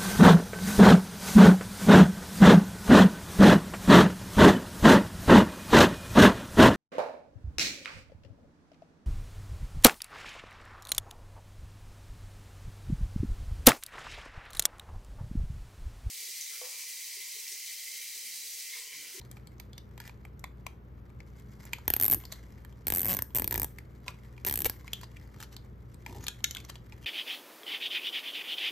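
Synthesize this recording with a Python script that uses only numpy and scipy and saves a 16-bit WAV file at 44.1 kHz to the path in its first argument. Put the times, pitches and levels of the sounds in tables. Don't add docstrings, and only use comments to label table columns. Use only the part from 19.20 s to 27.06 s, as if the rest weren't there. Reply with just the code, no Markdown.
import sys
import numpy as np
from scipy import signal
from scipy.fft import rfft, irfft
from scipy.io import wavfile

SR = 44100
rng = np.random.default_rng(int(sys.argv[2]) if len(sys.argv) > 2 else 0)


def store_pcm(level_fs):
    pcm = np.round(np.clip(level_fs, -1, 1) * 32767).astype(np.int16)
    wavfile.write(sys.argv[1], SR, np.atleast_2d(pcm).T)


N = 346626


def gain_of(db):
    return 10 ** (np.asarray(db) / 20)


def unit(x):
    return x / np.sqrt(np.sum(x ** 2) + 1e-20)


def read(points, hz):
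    f, value = np.transpose(points)
    return np.interp(np.log(hz + 1), np.log(f + 1), value)


def add(mix, s, sound):
    part = mix[max(round(s * SR), 0):][:len(sound)]
    part += sound[:len(part)]


def colour(x, points):
    size = x.shape[-1]
    return irfft(rfft(x) * gain_of(read(points, np.fft.rfftfreq(size, 1 / SR))), size)


def click(points, size=1024):
    hz = abs(np.fft.fftfreq(size, 1 / SR))
    log_gain = np.log(gain_of(read(points, hz)))
    spectrum = np.exp(np.conj(signal.hilbert(log_gain)))
    return unit(np.fft.ifft(spectrum).real[:size // 2])


def ring(hz, t60, db, rise, scatter=1, size=2048):
    t = np.arange(size) / SR
    hz, t60, db = (np.reshape(c, (-1, 1)) for c in (hz, t60, db))
    decay = np.exp(-np.log(1000) * t / t60)
    cycles = hz * t + scatter * rng.random(hz.shape)
    modes = gain_of(db) * decay * np.sin(2 * np.pi * cycles)
    return unit(modes.sum(0) * (1 - np.exp(-t / rise)))


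def scuffed(tick, decay, rough, rise):
    t = np.arange(len(tick)) / SR
    envelope = np.exp(-t / decay) * (1 - np.exp(-t / rise))
    drive = rough * unit(rng.standard_normal(len(t)) * envelope)
    drive[0] += 1
    return unit(np.convolve(tick, drive))


def ramp(tick, swell, size=400):
    t = np.arange(size) / SR
    scrape = np.convolve(tick, rng.standard_normal(size))[:size]
    return unit(scrape * np.exp((t - t[-1]) / swell))


def pair(x, same):
    same = np.clip(same, -1, 1)
    shared = np.sqrt((1 + same) / 2) * x[0]
    return shared + np.sqrt((1 - same) / 2) * np.array([x[1], -x[1]])


# frequency in Hz, relative density in dB per Hz.
AIR_SPECTRUM = [(20, -17), (35, -9), (52, 0), (85, 5.5), (150, 0.5), (230, -6.5), (420, -9.5), (700, -22.5),
                (1300, -24), (2500, -35.5), (5000, -46), (9000, -62.5), (13000, -42.5), (16000, -43)]
# frequency in Hz, side minus mid in dB.
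AIR_WIDTH = [(20, -21), (150, -11), (400, -6), (900, 2.5), (3000, -1.5), (16000, -25.5)]
# mean frequency in Hz, level in dB.
MACHINE_HUM = [(59.4, -52.5), (119.5, -55.5), (205, -64.5)]
AIR_DB = -52.5


def workshop(wander_hz=.9):
    mid, side = colour(rng.standard_normal((2, N)), AIR_SPECTRUM)
    side = colour(side, AIR_WIDTH)
    air = np.array([mid + side, mid - side]) / mid.std()
    t, knots = np.arange(N) / SR, np.linspace(0, N / SR, num=32)
    hum = 0
    for hz, db in MACHINE_HUM:
        pitch = hz + wander_hz * np.interp(t, knots, rng.standard_normal(len(knots)))
        tone = np.sin(2 * np.pi * np.cumsum(pitch) / SR)
        hum = hum + np.sqrt(2) * gain_of(db) * tone
    return gain_of(AIR_DB) * air + hum


# frequency in Hz, t60 in seconds.
ROOM_T60 = [(100, .6), (500, 0.3), (2200, 0.24), (4500, 0.24), (8000, 0.27), (13000, 0.26), (16000, .4)]
# frequency in Hz, level in dB.
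ROOM_SEND = [(100, -59), (700, -16), (1400, -8), (2200, -15), (3200, -10), (4500, -10.5), (8000, -15.5),
             (13000, -14), (16000, -24)]


def echoes(x, bay_db=-9, bay_t60=0.014, bay_gap=0.0018):
    t = np.arange(SR) / SR
    bay_decay = np.exp(-np.log(1000) * t / bay_t60) * (t > bay_gap)
    scatter = rng.standard_normal((2, SR)) * bay_decay
    bay = pair(scatter / np.linalg.norm(scatter[0]), same=.35)

    hz, times, z = signal.stft(rng.standard_normal((2, SR)), SR, nperseg=256)
    t60 = read(ROOM_T60, hz)[:, None]
    level = np.sqrt(2 * np.log(1000) / (t60 * SR))
    z = z * np.exp(-np.log(1000) * times / t60) * level
    z = z * gain_of(read(ROOM_SEND, hz))[:, None]
    tail = pair(signal.istft(z, SR, nperseg=256)[1][:, :SR], same=.6)
    return signal.fftconvolve(x[None], gain_of(bay_db) * bay + tail, axes=1)[:, :N]


# start in seconds, end in seconds, level in dB.
SHOVES = [(2.888, 2.998, -44), (3.699, 4.034, -47), (4.15, 4.48, -45.5), (5.304, 5.484, -49),
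          (6.852, 7.072, -48.5)]
# frequency in Hz, relative level in dB.
SHOVE_SPECTRUM = [(25, -24), (55, -0.5), (90, 6), (160, -3.5), (350, -4), (600, -20.5), (1200, -45),
                  (4000, -71.5)]


def shoves():
    out, rumble = np.zeros(N), colour(rng.standard_normal(N), SHOVE_SPECTRUM)
    for start, end, db in SHOVES:
        part = rumble[round(start * SR):round(end * SR)] / rumble.std()
        add(out, start, gain_of(db) * part * signal.windows.tukey(len(part), .4))
    return out


# time in seconds, level in dB before trims.
HANDLING = [(0.05, -66.5), (0.3, -78.5), (0.85, -73.5), (1.15, -82), (1.75, -81.5), (2.2, -71.5),
            (2.48, -60.5), (2.62, -71.5), (3.1, -62.5), (3.5, -74), (4.5, -75), (5.2, -67), (5.7, -66),
            (6.25, -69), (6.5, -76), (7.1, -67), (7.5, -68.5), (7.85, -69)]


def handling_db(t):
    return np.interp(t, *np.transpose(HANDLING))


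# start in seconds, end in seconds,
# level in dB before the rub trim, catches per second, resonance in Hz, resonance in dB over the scrape.
SLIDES = [(0.794, 0.9, -58, 90, 1840, -5), (3.108, 3.146, -52, 750, 4340, -5),
          (4.852, 4.918, -57.5, 2100, 1160, 3), (5.805, 5.856, -60.5, 1070, 4750, 0.5),
          (5.96, 5.977, -61, 930, 2200, 6.5), (6.173, 6.256, -52.5, 530, 1560, -21),
          (6.312, 6.351, -60, 590, 3930, -12), (6.83, 7.029, -62.5, 930, 830, 3),
          (6.997, 7.075, -56.5, 280, 6800, -1), (7.36, 7.427, -59, 200, 2340, 0),
          (7.48, 7.509, -49.5, 240, 2200, -25), (7.809, 7.867, -63.5, 400, 3300, 1.5)]
# frequency in Hz, relative level in dB.
RUB_SPECTRUM = [(100, -9.5), (400, -9), (850, 0.5), (1300, -2.5), (2200, 0.5), (3200, -2.5), (4500, -4),
                (7000, -5), (10000, -8), (13000, -6), (14500, -13.5), (16000, -23.5)]
RUSTLE_PER_S, RUSTLE_HZ, RUSTLE_RING_DB = 1100, 2190, -1.5


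def rubs(rub_db=-1, ring_t60=0.0057, hiss_db=-23, catch_s=0.000403):
    tick, t = click(RUB_SPECTRUM), np.arange(N) / SR
    spread_db = 5
    chance, hiss = rng.random(N), rng.standard_normal(N)
    size = np.minimum(rng.exponential(1, N), 4)
    knots = np.arange(0, N / SR, .016)
    pressure = gain_of(3.5 * np.interp(t, knots, rng.standard_normal(len(knots))))
    hold = np.exp(-1 / (catch_s * SR))

    def slide(span, rate, hz, ring_db, fade):
        catches = (chance[span] < rate / SR) * gain_of(spread_db * size[span])
        power = catches ** 2 + gain_of(hiss_db) ** 2
        power = signal.lfilter([1 - hold], [1, -hold], power)
        drive = np.sqrt(power) * hiss[span] * pressure[span]
        drive = drive * signal.windows.tukey(len(catches), fade)
        resonance = ring(hz, ring_t60, 0, rise=.0003)
        sound = gain_of(ring_db) * unit(signal.fftconvolve(drive, resonance))
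        add(sound, 0, unit(signal.fftconvolve(drive, tick)))
        return np.sqrt(len(drive)) * sound

    rustle = slide(slice(0, N), RUSTLE_PER_S, RUSTLE_HZ, RUSTLE_RING_DB, fade=0)[:N]
    out = gain_of(handling_db(t)) * rustle
    for start, end, db, rate, hz, ring_db in SLIDES:
        span = slice(round(start * SR), round(end * SR))
        add(out, start, gain_of(db) * slide(span, rate, hz, ring_db, fade=0.63))
    return gain_of(rub_db) * out


TICK_DB, TICK_SPREAD_DB, TICK_HZ = 29, 6, 2480
TICK_CRISP_DB, TICK_HOLLOW_DB = -5, 2


def stray_ticks(count=30, octaves=0.504):
    times = (np.arange(count) + rng.random(count)) * N / SR / count
    rows = []
    for s, (size, place) in zip(times, rng.standard_normal((count, 2))):
        db = handling_db(s) + TICK_DB + TICK_SPREAD_DB * size
        hz = TICK_HZ * 2 ** (octaves * place)
        rows.append((s, db, hz, 0, TICK_CRISP_DB, TICK_HOLLOW_DB))
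    return rows


# clatter, crisp edge and hollow knock in dB.
TAPS = [(0.0142, -33.5, 4170, -3, -14, -6), (0.1139, -26.5, 8800, -4, -0.5, -18),
        (0.1696, -32, 2330, -7, -15, -3), (0.2719, -35, 8500, 5.5, -2, -8), (0.399, -32.5, 2300, 8.5, 7, 0),
        (0.5316, -31.5, 3500, 2, -10, -19), (0.5797, -23, 3800, 3, -9, -15),
        (0.778, -28.5, 2110, 0, -7, -2.5), (0.8017, -26, 1640, 4.5, -0.5, -6),
        (0.8947, -28.5, 2280, -3, -12, -2.5), (1.0515, -26.5, 2220, -16, -10, -5),
        (1.1942, -48.5, 8010, -3, 16.5, 1), (1.241, -17.5, 2220, -1, -9, -1.5),
        (1.466, -16.5, 2270, -2.5, -7, -1.5), (2.0037, -28.5, 2180, -4, -27, -8),
        (2.198, -43.5, 2300, 3, 4, 2), (2.453, -41.5, 2180, -10, 13.5, 2),
        (2.533, -7.5, 2310, -5, -10.5, -20), (3.0529, -25.5, 4600, -2, -3, -14),
        (3.123, -20.5, 4000, 4, 0.5, -7.5), (3.4489, -32.5, 1710, -2, -0.5, -3.5),
        (3.9904, -17.5, 1830, -6, -17, -8.5), (4.322, -17, 1870, -6, -23, -8),
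        (4.352, -15.5, 1950, -3, -25, -25), (4.5855, -22.5, 2040, -4.5, -6, -13),
        (4.881, -9, 2380, -2.5, -29, -18), (5.179, -30, 2290, -11, -28, -11.5),
        (5.459, -9, 522, -5, -20, -8.5), (5.6789, -19.5, 2290, -7.5, -18, -19),
        (5.7329, -8, 3240, -11, -5.5, -42), (5.813, -34, 1620, 4, 4.5, -3.5),
        (6.2028, -28.5, 1520, 4, 1.5, -19.5), (6.3654, -28.5, 4540, 5.5, -2, -9),
        (6.7439, -35, 8520, -2, -6, -11), (6.8631, -18.5, 2250, -3.5, -12.5, -6.5),
        (7.0672, -14.5, 3840, 1, -6, -31), (7.0823, -13.5, 3400, 8.5, -0.5, -16.5),
        (7.2426, -4, 6580, 6, -5.5, -43), (7.3098, -18, 5950, 3.5, -0.5, -31),
        (7.3493, -16.5, 3400, -11, -5.5, -21), (7.3619, -23.5, 1530, -13, -24, -13),
        (7.369, -13.5, 3350, -2.5, -14, -27), (7.4495, -29, 6100, -2, -7, -9),
        (7.4994, -29, 2150, 9.5, -1, -7), (7.5556, -30.5, 2900, 4.5, -20, -6),
        (7.723, -28, 2370, -2, -24, -7.5)]
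# frequency in Hz, t60 in seconds, relative level in dB.
LOOM_MODES = [(1420, 0.069, -23), (1775, 0.0247, -10.5), (2237, 0.013, -1.5), (2930, 0.0041, -2),
              (3330, 0.031, -10), (4075, 0.019, -8), (4805, 0.0062, -3), (6000, 0.0021, -15),
              (7260, 0.002, 1.5)]
# frequency in Hz, t60 in seconds, relative level in dB.
HOLLOW_MODES = [(720, 0.011, -13), (884, 0.0078, 10.5), (983, 0.015, 1.5)]
# frequency in Hz, relative level in dB.
EDGE_SPECTRUM = [(500, -6.5), (3000, -26.5), (7000, -3.5), (10000, -6.5), (13000, -1), (15000, -6.5),
                 (16500, -50.5)]
# frequency in Hz, relative level in dB.
RATTLE_SPECTRUM = [(300, -18), (900, -22.5), (2000, -1.5), (4000, 5), (6500, -1), (8500, 0.5), (10000, -37),
                   (13000, -14.5), (16000, -24.5)]
TAP_PAN_DB, TAP_PAN_SPREAD_DB = 0.6, 3.5


def taps(main_cycles=15, main_rise=0.00037, body_db=-7, focus_db=3.0, puff_db=-3.0, edge_db=1,
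         scrape_db=-17, uneven_db=1.5, detune=0.052, rise=0.0014):
    out, modes, hollow = np.zeros((2, N)), np.array(LOOM_MODES), np.transpose(HOLLOW_MODES)
    edge, grain = click(EDGE_SPECTRUM), click(RUB_SPECTRUM)
    for s, db, hz, clatter_db, crisp_db, hollow_db in [*TAPS, *stray_ticks()]:
        pan_db = TAP_PAN_DB + TAP_PAN_SPREAD_DB * rng.standard_normal()
        drift, weight = rng.standard_normal((2, len(modes)))
        octaves_away = abs(np.log2(modes[:, 0] / hz))
        modes_db = modes[:, 2] + uneven_db * weight - focus_db * octaves_away
        clatter = ring(modes[:, 0] * (1 + detune * drift), modes[:, 1], modes_db, rise)
        tap = gain_of(clatter_db + body_db) * clatter
        tap += ring(hz, main_cycles / hz, 0, main_rise)
        tap += gain_of(hollow_db) * ring(*hollow, rise)
        crisp = scuffed(edge, decay=0.001, rough=3.8, rise=.0003)
        add(tap, 0, gain_of(crisp_db + edge_db) * crisp)
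        scrape = gain_of(scrape_db) * np.linalg.norm(tap) * ramp(grain, swell=.0013)
        contact = np.concatenate([scrape, tap])
        for port, side_db in zip(out, (pan_db / 2, -pan_db / 2)):
            add(port, s - len(scrape) / SR, gain_of(db + side_db) * contact)
            rattle = scuffed(click(RATTLE_SPECTRUM), decay=0.00084, rough=6.7, rise=0.00026)
            add(port, s, gain_of(db + side_db + clatter_db + puff_db) * rattle)
    return out


# frequency in Hz, relative level in dB.
STRAP_SPECTRUM = [(30, -5), (60, 11.5), (100, 5.5), (170, 2), (300, 1), (500, -3.5), (800, -6.5),
                  (1300, -9.5), (2500, -87)]


def flick(lag, power=0.86, size=4096):
    hz = np.fft.rfftfreq(size, 1 / SR)
    delay = lag * (1000 / np.maximum(hz, 40)) ** power
    phase = 2 * np.pi * np.cumsum(delay) * SR / size
    spectrum = gain_of(read(STRAP_SPECTRUM, hz)) * np.exp(-1j * (phase - phase[size // 20]))
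    return unit(irfft(spectrum)[:size // 2])


# lag of the strap's wave at 1 kHz in seconds, mean pawl ring at the first tooth
# in dB, at the last tooth in dB, slack of the strap in dB added to its flick.
PULLS = [(0.00088, 1.1, 1.2, -1.5), (0.0009, -2, -7.5, -1), (.0009, -3.3, -6, 0), (0.00076, -6, -5.5, -3)]
# time in seconds, teeth drawn.
TRAVEL = [
    [(2.6795, 0), (2.7024, 1), (2.7376, 2), (2.7648, 3), (2.7993, 4), (2.825, 6), (2.8626, 10),
     (2.8995, 12), (2.9127, 13), (2.9355, 16), (2.9456, 17)],
    [(3.6696, 0), (3.6822, 1), (3.7225, 3), (3.738, 4), (3.8167, 11), (3.8466, 13), (3.8835, 17),
     (3.9212, 24), (3.9475, 27), (3.9895, 29), (4.0221, 30)],
    [(4.1487, 0), (4.1728, 3), (4.1972, 5), (4.2439, 7), (4.3099, 9), (4.3581, 12), (4.4178, 15),
     (4.4448, 17)],
    [(5.2493, 0), (5.2652, 1), (5.2858, 5), (5.297, 6), (5.3395, 9), (5.375, 11), (5.4195, 14), (5.446, 15),
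     (5.455, 16), (5.4682, 22), (5.4974, 23)],
]
# time in seconds, level in dB.
TENSION = [
    [(2.68, -9), (2.735, -9.5), (2.77, -15), (2.90, -18.5), (2.945, -16.5)],
    [(3.67, -16.5), (3.72, -11), (3.74, -20), (3.84, -22.5), (3.92, -17.5), (4.02, -17.5)],
    [(4.15, -18.5), (4.22, -16), (4.38, -17), (4.445, -18.5)],
    [(5.25, -15), (5.275, -16), (5.29, -17.5), (5.42, -20), (5.458, -12.5), (5.47, -26), (5.497, -12)],
]
EASY_TEETH_PER_S, FLICK_DB_PER_OCTAVE = 52, 1
FLICK_GROWTH_DB = 1
TOOTH_SPREAD_DB = 1.33


def teeth():
    for pull, (travel, tension, row) in enumerate(zip(TRAVEL, TENSION, PULLS)):
        _, first_db, last_db, slack_db = row
        when, drawn = np.transpose(travel)
        times = np.interp(np.arange(drawn[-1] + 1), drawn, when)
        progress, speed = np.linspace(0, 1, len(times)), 1 / np.gradient(times)
        uneven = TOOTH_SPREAD_DB * rng.standard_normal((len(times), 3)).T
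        tension_db = np.interp(times, *np.transpose(tension))
        ring_db = first_db + (last_db - first_db) * progress
        speed_db = FLICK_DB_PER_OCTAVE * np.log2(speed / EASY_TEETH_PER_S)
        flick_db = tension_db + slack_db + speed_db + FLICK_GROWTH_DB * (progress - .5)
        levels = ring_db + uneven[0], tension_db + uneven[1], flick_db + uneven[2]
        yield from zip(times, [pull] * len(times), *levels)


# mean frequency in Hz, then mean relative level in dB in pulls 1, 2, 3 and 4.
PAWL_MODES = [(8210, -12.5, -9, -7, -9), (8720, -5, -9, -5.5, -9.5), (10610, -6, -4.5, -4, -6.5),
              (11460, 4.5, -5, -3, -2), (13180, -1, -2.5, 1, 0), (13290, 8, -1.5, -12, -9),
              (13500, -6, -20, 0.5, -50), (14340, -3, -11, -8, -1), (14000, 4.5, 1.5, 3.5, -3)]
# frequency in Hz, relative level in dB.
SNAP_SPECTRUM = [(300, -17.5), (900, 12.5), (1300, -1.5), (1900, 12), (2800, 8), (4000, 5), (5500, 5),
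                 (7500, 1), (10000, -37.5), (16000, -39)]
PAWL_T60 = .0045


def zip_tie(strap_db=2.5, hum_hz=1650, hum_t60=0.051, hum_db=-15, scrape_db=-14):
    out, snap, modes = np.zeros(N), click(SNAP_SPECTRUM), np.array(PAWL_MODES)
    chirps = [flick(lag) for lag, *_ in PULLS]
    for s, pull, ring_db, head_db, flick_db in teeth():
        drift, weight = rng.standard_normal((2, len(modes)))
        hz = modes[:, 0] * (1 + .012 * drift)
        db = modes[:, 1 + pull] + 1.5 * weight
        pawl = ring(hz, PAWL_T60, db, rise=.0003, scatter=.3)
        bounce_s, bounce_db = rng.uniform(.0011, .0024), -13
        add(pawl, bounce_s, gain_of(bounce_db) * pawl)
        head = scuffed(snap, decay=.0007, rough=1.1, rise=.0002)
        scrape = ramp(snap, swell=.0006)
        loom_hum = ring(hum_hz, hum_t60, 0, rise=0.00018)
        add(out, s - len(scrape) / SR, gain_of(head_db + scrape_db) * scrape)
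        add(out, s, gain_of(ring_db) * unit(pawl))
        add(out, s, gain_of(head_db) * head)
        add(out, s, gain_of(head_db + hum_db) * loom_hum)
        add(out, s, gain_of(flick_db + strap_db) * chirps[pull])
    return out


def scene(count=3, shift_hz=2.3, tie_send_db=-1, hands_send_db=3.0):
    tie, hands = zip_tie(), taps() + rubs()
    send = gain_of(tie_send_db) * tie + gain_of(hands_send_db) * hands.mean(0)
    turn = np.pi * shift_hz * np.arange(N) / SR
    shares = [np.sqrt(2 / count) * np.cos(turn + np.pi * k / count) for k in range(count)]
    echo = sum(echoes(share * send) for share in shares)
    return tie + hands + echo + shoves() + workshop()


# frequency in Hz, phase in radians.
PORT_LAG = [(20, 0), (200, -.1), (500, -.25), (1000, -.1), (2200, -.42), (4000, -.85), (6000, .3),
            (7000, .3), (9300, 2.7), (10600, 3.5), (12000, 5.6), (13500, 6.8), (15300, 9.1), (17000, 9.6)]
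CUT_HZ = 16500


def record(dry, balance_db=0.46):
    lag = read(PORT_LAG, np.fft.rfftfreq(N, 1 / SR))
    left = irfft(rfft(dry[0]) * np.exp(-1j * lag), N)
    ports = np.array([gain_of(balance_db) * left, gain_of(-balance_db) * dry[1]])
    lowpass = signal.firwin(401, CUT_HZ, window=("kaiser", 9), fs=SR)
    return signal.oaconvolve(ports, lowpass[None], "same")


dry = scene()
out = record(dry)
store_pcm(out)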